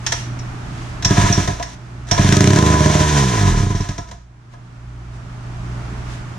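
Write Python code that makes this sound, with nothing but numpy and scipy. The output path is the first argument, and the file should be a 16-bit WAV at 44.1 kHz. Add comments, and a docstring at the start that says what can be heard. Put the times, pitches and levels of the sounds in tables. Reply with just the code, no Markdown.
"""A shop motor hums and the choke of a small two-stroke saw clicks on the bench. A first pull of the
starter cord turns the engine over; a second fires it: it pops, races, misses, coasts down and stops.
Each piston stroke pushes air through the muffler, each firing rings its shell, and cord, pawls and
loose parts shake the casing. A tick on every free turn blurs into a whine that follows the crank.
The hum sinks after the loud spells and climbs back."""
import sys
import numpy as np
from scipy import signal
from scipy.fft import rfft, irfft, next_fast_len
from scipy.io import wavfile
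from scipy.ndimage import map_coordinates

SR = 44100
rng = np.random.default_rng(int(sys.argv[2]) if len(sys.argv) > 2 else 0)


def log_audio(samples):
    """Write samples as a 16-bit WAV file to the path given in sys.argv[1]."""
    # one column per channel
    frames = np.atleast_2d(samples).T
    # limit to full scale, then quantise
    limited = np.clip(frames, -1, 1)
    pcm = np.round(limited * 32767).astype(np.int16)
    wavfile.write(sys.argv[1], SR, pcm)


N = 281358
T = np.arange(N) / SR

# Levels are relative: each layer adds its own gain.
# fader moves of the shop bed: (time [s], air [dB], buzz [dB], drone [dB])
BED_FADERS = [(0.0, -39.5, -31.5, -38), (0.46, -38.5, -29.5, -48), (1.0, -38, -34, -25),
              (1.72, -45, -39, -31), (2.07, -44, -34, -35), (4.25, -57, -45, -40), (4.6, -50, -41, -45.5),
              (4.89, -48, -37.5, -39), (5.2, -43.5, -34.5, -32), (5.7, -39, -28.5, -32),
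              (6.12, -39, -31, -30), (6.38, -39.5, -32.5, -36)]
# colour of the room air: (frequency [Hz], level [dB])
AIR_EQ = [(15, -47.5), (25, 6), (69, -5), (125, -7.5), (168, -14), (357, -17.5), (493, -30.5), (612, -21),
          (1330, -22.5), (4010, -43.5), (6330, -45), (10000, -57), (15400, -81)]
# stereo image of the air: (frequency [Hz], left-right likeness [0-1])
AIR_IMAGE = [(60, 0.86), (200, 0.96), (400, 0.58), (700, 0.021), (15000, 0.16)]
# soft swells of hiss, the tail of the first clicks and then a few faint rustles:
# (time [s], half-width [s], level [dB])
HISS_SWELLS = [(0.157, 0.081, -37.5), (0.823, 0.11, -52.5), (1.733, .02, -52), (4.536, .02, -60),
               (5.154, 0.021, -60), (6.128, 0.051, -48)]
# shaft orders of the shop motor: (frequency [Hz], level against the buzz [dB])
SHAFT_ORDERS = [(29, -29), (146, -20), (175, -15), (203, -23), (264, -23), (291, -30.5), (437, -29.5)]
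# reverb of the workshop: (frequency [Hz], t60 [s])
ROOM_DECAY = [(100, 0.84), (1000, 0.35), (6000, 0.46), (14000, 0.05)]

# modes of casing, cover and handle: (frequency [Hz], width [Hz], level [dB])
CASING_MODES = [(702.2, 25.6, 4.5), (995, 42.5, 6.5), (1263, 22, 1.5), (1355, 12, -5.5), (1665, 47, 0.5),
                (2300, 140, -21), (3580, 500, -54)]
# modes of the starter pawls and steel handle: (frequency [Hz], width [Hz], level [dB])
STEEL_MODES = [(3510, 120, -8), (4120, 90, -11), (5500, 55, 0), (5820, 260, -1), (6500, 150, -6),
               (7200, 150, -9)]
# lever, pawl and handle hits: (time [s], level [dB], knock offset [dB], ring offset [dB])
CLICKS = [(0.0641, -7, -26, -11), (0.1206, -6, -1, -11), (0.389, -32, -14, 1.5), (1.0238, -17.5, -11, -13),
          (1.047, -5.5, -8, -0.5), (1.3245, -21, -19, 9.5), (1.4744, -14, 10, -36), (1.596, -25.5, 18, -22),
          (1.6253, -15.5, -2, -20), (2.0862, -28, -18, -18), (2.1115, -5, 4, -7.5),
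          (2.1767, -13.5, 14, -27), (2.3207, -16.5, -16, -5), (3.7509, -25, -6, -4),
          (3.8047, -24.5, -5, -7), (3.8872, -21.5, -12, -12), (3.9795, -23.5, 10, -7),
          (4.0868, -36, 7, -20), (4.1117, -27, 6.5, -25), (4.5349, -48.5, 23.5, -12)]
# colour of a click's snap: (frequency [Hz], level [dB])
SNAP_EQ = [(530, -27.5), (900, -5), (1250, -15), (1650, -1.5), (2750, -11.5), (3970, -5), (4260, -12.5),
           (6090, -4.5), (13300, -39.5), (15400, -80.5)]
# shaking by cord, pawls, fan and loose parts, a list per pull: (time [s], casing [dB], fizz [dB])
RATTLE_FADERS = [
    [(1.0, -45, -74), (1.086, -26, -31), (1.23, -22.5, -26), (1.438, -29.5, -31), (1.596, -47, -44),
     (1.75, -66, -50)],
    [(2.07, -47, -47), (2.15, -25.5, -31.5), (2.26, -26.5, -27), (2.6, -28.5, -29), (3.02, -25, -26),
     (3.15, -34.5, -25.5), (3.43, -25.5, -29), (3.9, -40.5, -43), (4.15, -49, -58), (4.25, -71, -68.5)],
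]
# colour of the air fizz: (frequency [Hz], level [dB])
FIZZ_EQ = [(710, -4.5), (1200, -3.5), (1710, 0), (2790, -7), (3640, -3.5), (4650, -9), (6140, -1.5),
           (10100, -19), (11300, -35), (13100, -27), (15400, -59)]
# crack on each bang, sharpest on the first firings: (time [s], offset from the bang [dB])
CRACK_FADER = [(2.2, -14), (2.32, -1), (2.6, -8), (2.8, -14)]
# casing modes that sing in the whine: (frequency [Hz], width [Hz], level [dB])
WHINE_MODES = [(454, 160, -7), (687, 350, -11), (999, 61, 2)]
# modes of the muffler shell, rung by hot gas: (frequency [Hz], width [Hz], level [dB])
SHELL_MODES = [(540, 75, -11), (616, 9.4, 7.5), (660, 11, -12)]
# modes of muffler, bench and walls: (frequency [Hz], width [Hz], level [dB], polarity [+1 or -1])
MUFFLER_MODES = [(43.4, 7.4, -11.5, 1), (96.6, 12.3, 2, 1), (146.5, 17.3, 2, -1), (188.2, 27.2, 5, -1),
                 (199, 225, -8.5, 1), (285.2, 15, 5.5, -1), (337, 4.4, 4.5, 1), (393.3, 25, 7, 1)]

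# the cord drags the crank over, or it rocks to rest: (time [s], puff [dB], bang [dB])
SLOW_STROKES = [(1.055, -8, -28), (1.105, -28.5, -3.5), (1.178, -5, -6), (1.236, -2, -21), (1.298, -16, -9),
                (1.375, -14, -7), (1.481, -19.5, -14.5), (1.502, -17.5, -37), (2.115, -9.5, -18.5),
                (2.192, -4, -6.5), (2.244, -9.5, -6), (2.287, -8.5, -7.5), (3.89, -12, -29),
                (3.985, -18, -52), (4.119, -29, -51)]
# the free crank revs up, holds while it fires, then drag slows it: (time [s], speed [turns/s])
CRANK_SPEED = [(2.322, 42.34), (2.45, 61.61), (2.6, 78.7), (2.78, 76.75), (2.9, 74.54), (3.1, 76.06),
               (3.3, 60.24), (3.5, 42.38), (3.65, 29.48), (3.81, 14.76)]
# cold puff and casing tick of the free turns: (time [s], puff [dB], tick [dB])
TURN_FADERS = [(2.33, -19, 17.5), (2.45, -35, 21), (2.56, -24.5, 21), (2.63, -7.5, 32), (2.72, -5.5, 28),
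               (2.95, -10, 26), (3.1, -7, 25), (3.19, -5.5, 32.5), (3.26, -6, 24), (3.34, -9.5, 29.5),
               (3.42, -5.5, 21.5), (3.55, -6, 23.5), (3.798, -6.5, 22)]
# the charge fires every second turn at first, then every third to fifth: (time [s], bang [dB])
FIRINGS = [(2.322, -3.5), (2.366, -4.5), (2.404, -2.5), (2.439, -4), (2.472, -2), (2.502, -5),
           (2.531, -5.5), (2.558, -6.5), (2.585, -5), (2.623, -6), (2.661, -6.5), (2.700, -7), (2.739, -9),
           (2.804, -6.5), (2.857, -4.5), (2.897, -11), (2.949, -8), (3.003, -7.5)]

# stereo image of clicks and rattle: (frequency [Hz], left-right likeness [0-1])
SAW_IMAGE = [(300, 0.92), (500, 0.27), (1000, 1), (2500, 0.79), (6000, 0.38), (9000, .4), (12000, 0.46)]
# pan of the saw: (frequency [Hz], left over right [dB])
SAW_PAN = [(40, -.9), (150, -2), (350, -2.2), (700, -4.3), (1400, .6), (2800, .1), (5600, -1.2),
           (10000, -1.6), (14000, .2)]
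# stereo phase of the saw: (frequency [Hz], left lead [rad])
SAW_PHASE = [(300, 0), (450, .4), (700, 1.3), (1290, 1.8), (1550, .7), (2900, .3), (4900, .5), (6100, 1),
             (7600, 2), (9000, 2.4), (11000, .4)]


def amp(db):
    return 10 ** (np.asarray(db) / 20)


def unit_rms(x):
    return x / np.sqrt(np.mean(x ** 2) + 1e-20)


def along(points, hz):
    """Read a (frequency, value) curve on a log axis."""
    f, values = np.transpose(points)
    return np.interp(np.log(hz + 1), np.log(f + 1), values)


def automation(table, times):
    """One curve per value column of a timed table."""
    at, *columns = np.transpose(table)
    return [np.interp(times, at, column) for column in columns]


def wobble(rate):
    """A smooth random curve, rate knots a second."""
    return map_coordinates(rng.standard_normal(int(N * rate / SR) + 4), [T * rate])


def filtered(x, response):
    """Shape x with a complex frequency response."""
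    size = next_fast_len(N + SR // 2)
    return irfft(rfft(x, size) * response(np.fft.rfftfreq(size, 1 / SR)), size)[..., :N]


def modes(table, f):
    """Response of a resonator bank; a fourth column sets a mode's polarity."""
    return sum(np.prod(polarity) * amp(db) * 1j * f * width / (hz * hz - f * f + 1j * f * width)
               for hz, width, db, *polarity in table)


def spikes(times, db):
    """One impulse at each time."""
    return np.bincount(np.round(times * SR).astype(int), amp(db), N)[:N]


def envelope(x, t60, rise=0.001):
    """Give each impulse a quick attack and an exponential decay."""
    attack, decay = np.exp(-1 / (rise * SR)), amp(-60 / (t60 * SR))
    return signal.lfilter([1 - attack], np.convolve([1, -attack], [1, -decay]), x)


def spread(pair, image):
    """Mix two unrelated signals to a left and right of the given likeness."""
    angle = lambda f: np.arccos(np.clip(along(image, f), -1, 1)) / 2
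    mid, side = filtered(pair, lambda f: np.array([np.cos(angle(f)), np.sin(angle(f))]))
    return np.array([mid + side, mid - side])


def shop_air(air_db, hiss_db=-15.5):
    """Dark room tone and a thin hiss that swells after the first clicks, then in a few faint rustles."""
    noise = filtered(rng.standard_normal((2, N)),
                     lambda f: amp(along(AIR_EQ, f)) / (1 + (45 / (f + 1)) ** 2))
    dark = filtered(noise, lambda f: 1 / (1 + (f / 2800) ** 4))
    level = amp(air_db + 6 + 0.63 * wobble(3.363))
    swells = sum(amp(db) * np.exp(-((T - at) / width) ** 2) for at, width, db in HISS_SWELLS)
    hiss = (level * amp(hiss_db) + swells) * unit_rms(noise - dark)
    return spread(level * unit_rms(dark) + hiss, AIR_IMAGE)


def shop_motor(buzz_db, drone_db, beat_s=0.892, crest_s=5.83):
    """Mains buzz, wavering shaft orders and a low drone that beats."""
    tone = lambda hz, sway: np.sqrt(2) * np.sin(2 * np.pi * hz * T + sway * wobble(6))
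    mains = amp(.7 * wobble(7.3)) * tone(120, sway=0.075)
    shaft = sum(amp(db + 2.6 * wobble(5)) * tone(hz, sway=1) for hz, db in SHAFT_ORDERS)
    drone = np.cos(np.pi * (T - crest_s) / beat_s) * tone(58.6, sway=0.32)
    return amp(buzz_db) * (mains + shaft) + amp(drone_db) * drone


def room_reverb(x):
    """The walls answer with a tail in which each frequency dies at its own speed."""
    hz, t, spectrum = signal.stft(rng.standard_normal((2, SR // 2)), SR, nperseg=256)
    tail = signal.istft(spectrum * amp(-60 * t / along(ROOM_DECAY, hz)[:, None]), SR, nperseg=256)[1]
    predelayed = np.pad(x, ((0, 0), (400, 0)))
    return signal.fftconvolve(predelayed, tail / np.linalg.norm(tail[0]), axes=1)[:, :N]


def clicks():
    """Lever, pawl and handle contacts: a short snap, a knock in the casing and a ring of steel."""
    times, db, knock_db, ring_db = np.transpose(CLICKS)
    noise = rng.standard_normal((3, 2, N))
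    snap = unit_rms(filtered(noise[0], lambda f: amp(along(SNAP_EQ, f))))
    snap *= envelope(spikes(times, db - 4.5), t60=0.057, rise=0.0011)
    hits = spikes(times + 0.002974, db + knock_db + 17.5)
    impact = noise[1] * envelope(hits, t60=0.063, rise=0.0022) + amp(19.5) * hits
    knock = filtered(impact, lambda f: modes(CASING_MODES, f) / (1 + 1j * f / 550) ** 2)
    burst = noise[2] * envelope(spikes(times, db + ring_db + 25.5), t60=0.024, rise=0.0026)
    ring = filtered(burst, lambda f: modes(STEEL_MODES, f) ** 2)
    return spread(snap + knock + ring, SAW_IMAGE)


def rattle(times, bang_db):
    """Casing chatter, air fizz, steel jingle and rough muffler flow; every bang opens with a crack."""
    gate = sum((T > pull[0][0]) & (T < pull[-1][0]) for pull in RATTLE_FADERS)
    shake, rush = gate * amp(automation(np.concatenate(RATTLE_FADERS), T))
    crack_db, = automation(CRACK_FADER, times)
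    crack = envelope(spikes(times + .002, bang_db + crack_db), t60=.01)
    grit = unit_rms(amp(1.43 * wobble(45)) * rng.standard_normal((4, 2, N)))
    grit[0] *= 1 + envelope(amp(2) * (rng.random(N) < 70 / SR), t60=.02)  # loose parts strike

    def layer(noise, level, response):
        return filtered(noise * level, response) / np.std(filtered(noise[0], response))

    casing = layer(grit[0], amp(1) * shake + amp(-34) * crack,
                   lambda f: modes(CASING_MODES, f) / (1 + 1j * f / 5000) ** 2)
    fizz = layer(grit[1], amp(4.5) * rush + crack, lambda f: amp(along(FIZZ_EQ, f)))
    jingle = layer(grit[2], amp(-14.5 + 1.4 * wobble(21)) * rush, lambda f: modes(STEEL_MODES, f) ** 2)
    flow = layer(grit[3], amp(-1) * shake, lambda f: modes(MUFFLER_MODES, f) / (1 + 1j * f / 150) ** 2)
    return spread(casing + fizz + jingle + flow, SAW_IMAGE)


def whine(times, tick_db):
    """Every free turn ticks the casing, so the crank's overtones sing as they slide through its modes."""
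    ticks = spikes(times, tick_db + rng.normal(0, 0.67, len(times)))
    casing = lambda f: sum(amp(db) * modes([(hz, width, 0)], f) ** 2 for hz, width, db in WHINE_MODES)
    return filtered(ticks, casing)


def knocks(times, bang_db):
    """Slow strokes jolt the casing; firings ring the muffler shell, harder as the gas gets hotter."""
    soften = lambda f: 1j * f / (600 + 1j * f) / (1 + 1j * f / 1300) ** 2
    slow_times, puff_db, _ = np.transpose(SLOW_STROKES)
    thud_mode = (645, 780, -22)  # (frequency [Hz], width [Hz], level [dB])
    jolts = spikes(slow_times + 0.0011, puff_db + 25.5)
    casing = filtered(jolts, lambda f: modes([*CASING_MODES, thud_mode], f) * soften(f))
    heat_db = np.interp(times, [2.3, 2.9], [33, 45])
    blasts = spikes(times + 0.00199, bang_db + heat_db)
    return casing + filtered(blasts, lambda f: modes(SHELL_MODES, f) * soften(f))


def crank(unfired_db=-41.5):
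    """One stroke a turn: gives (time, puff, bang) of all strokes, then the free turns' times and ticks."""
    at, speed = np.transpose(CRANK_SPEED)
    running = T[(T >= at[0]) & (T < at[-1])]
    turns = np.cumsum(np.interp(running, at, speed)) / SR
    times = np.interp(np.arange(int(turns[-1]) + 1), turns, running)
    scatter_db = rng.normal(0, [.3, 1.2], (len(times), 2))
    puff_db, tick_db = automation(TURN_FADERS, times)
    puff_db += scatter_db[:, 0]
    bang_db = puff_db + unfired_db + scatter_db[:, 1]  # a cold turn has only a faint edge
    for fire_s, db in FIRINGS:
        bang_db[np.argmin(abs(times - fire_s))] = db
    free_strokes = np.column_stack([times, puff_db, bang_db])
    return np.concatenate([SLOW_STROKES, free_strokes]).T, times, tick_db


def exhaust(times, puff_db, bang_db):
    """Each stroke pushes a slug of air through the muffler: slowly when cold, fast when it fires."""
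    def slug(corner_hz):
        return lambda f: 1j * f / (1 + 1j * f / corner_hz) ** 3 * modes(MUFFLER_MODES, f)

    puffs = filtered(spikes(times, puff_db + 37.5), slug(corner_hz=32.55))
    bangs = filtered(spikes(times + 0.0013, bang_db + 15), slug(corner_hz=113.8))
    return puffs + bangs


def scene():
    """The saw, placed in stereo over the shop bed; only the clicks feed the reverb."""
    (times, puff_db, bang_db), turn_times, tick_db = crank()
    contacts = clicks()
    engine = exhaust(times, puff_db, bang_db) + knocks(times, bang_db)
    saw = engine + rattle(times, bang_db) + whine(turn_times, tick_db)
    saw += contacts + amp(-10) * room_reverb(contacts)
    side = np.array([[.5], [-.5]])
    pan = lambda f: amp(side * along(SAW_PAN, f)) * np.exp(1j * side * along(SAW_PHASE, f))
    air_db, buzz_db, drone_db = automation(BED_FADERS, T)
    bed = shop_air(air_db) + shop_motor(buzz_db, drone_db)
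    return filtered(saw, pan) + bed * amp([[-.8], [.8]])  # the bed leans right


def record(dry, top_hz=15500):
    """Round off peaks near full scale and cut the extreme treble."""
    rounded = dry / (1 + np.abs(dry / .98) ** 6) ** (1 / 6)
    return filtered(rounded, lambda f: np.clip((top_hz - f) / 150, 0, 1) ** 2)


dry = scene()
out = record(dry)
log_audio(out)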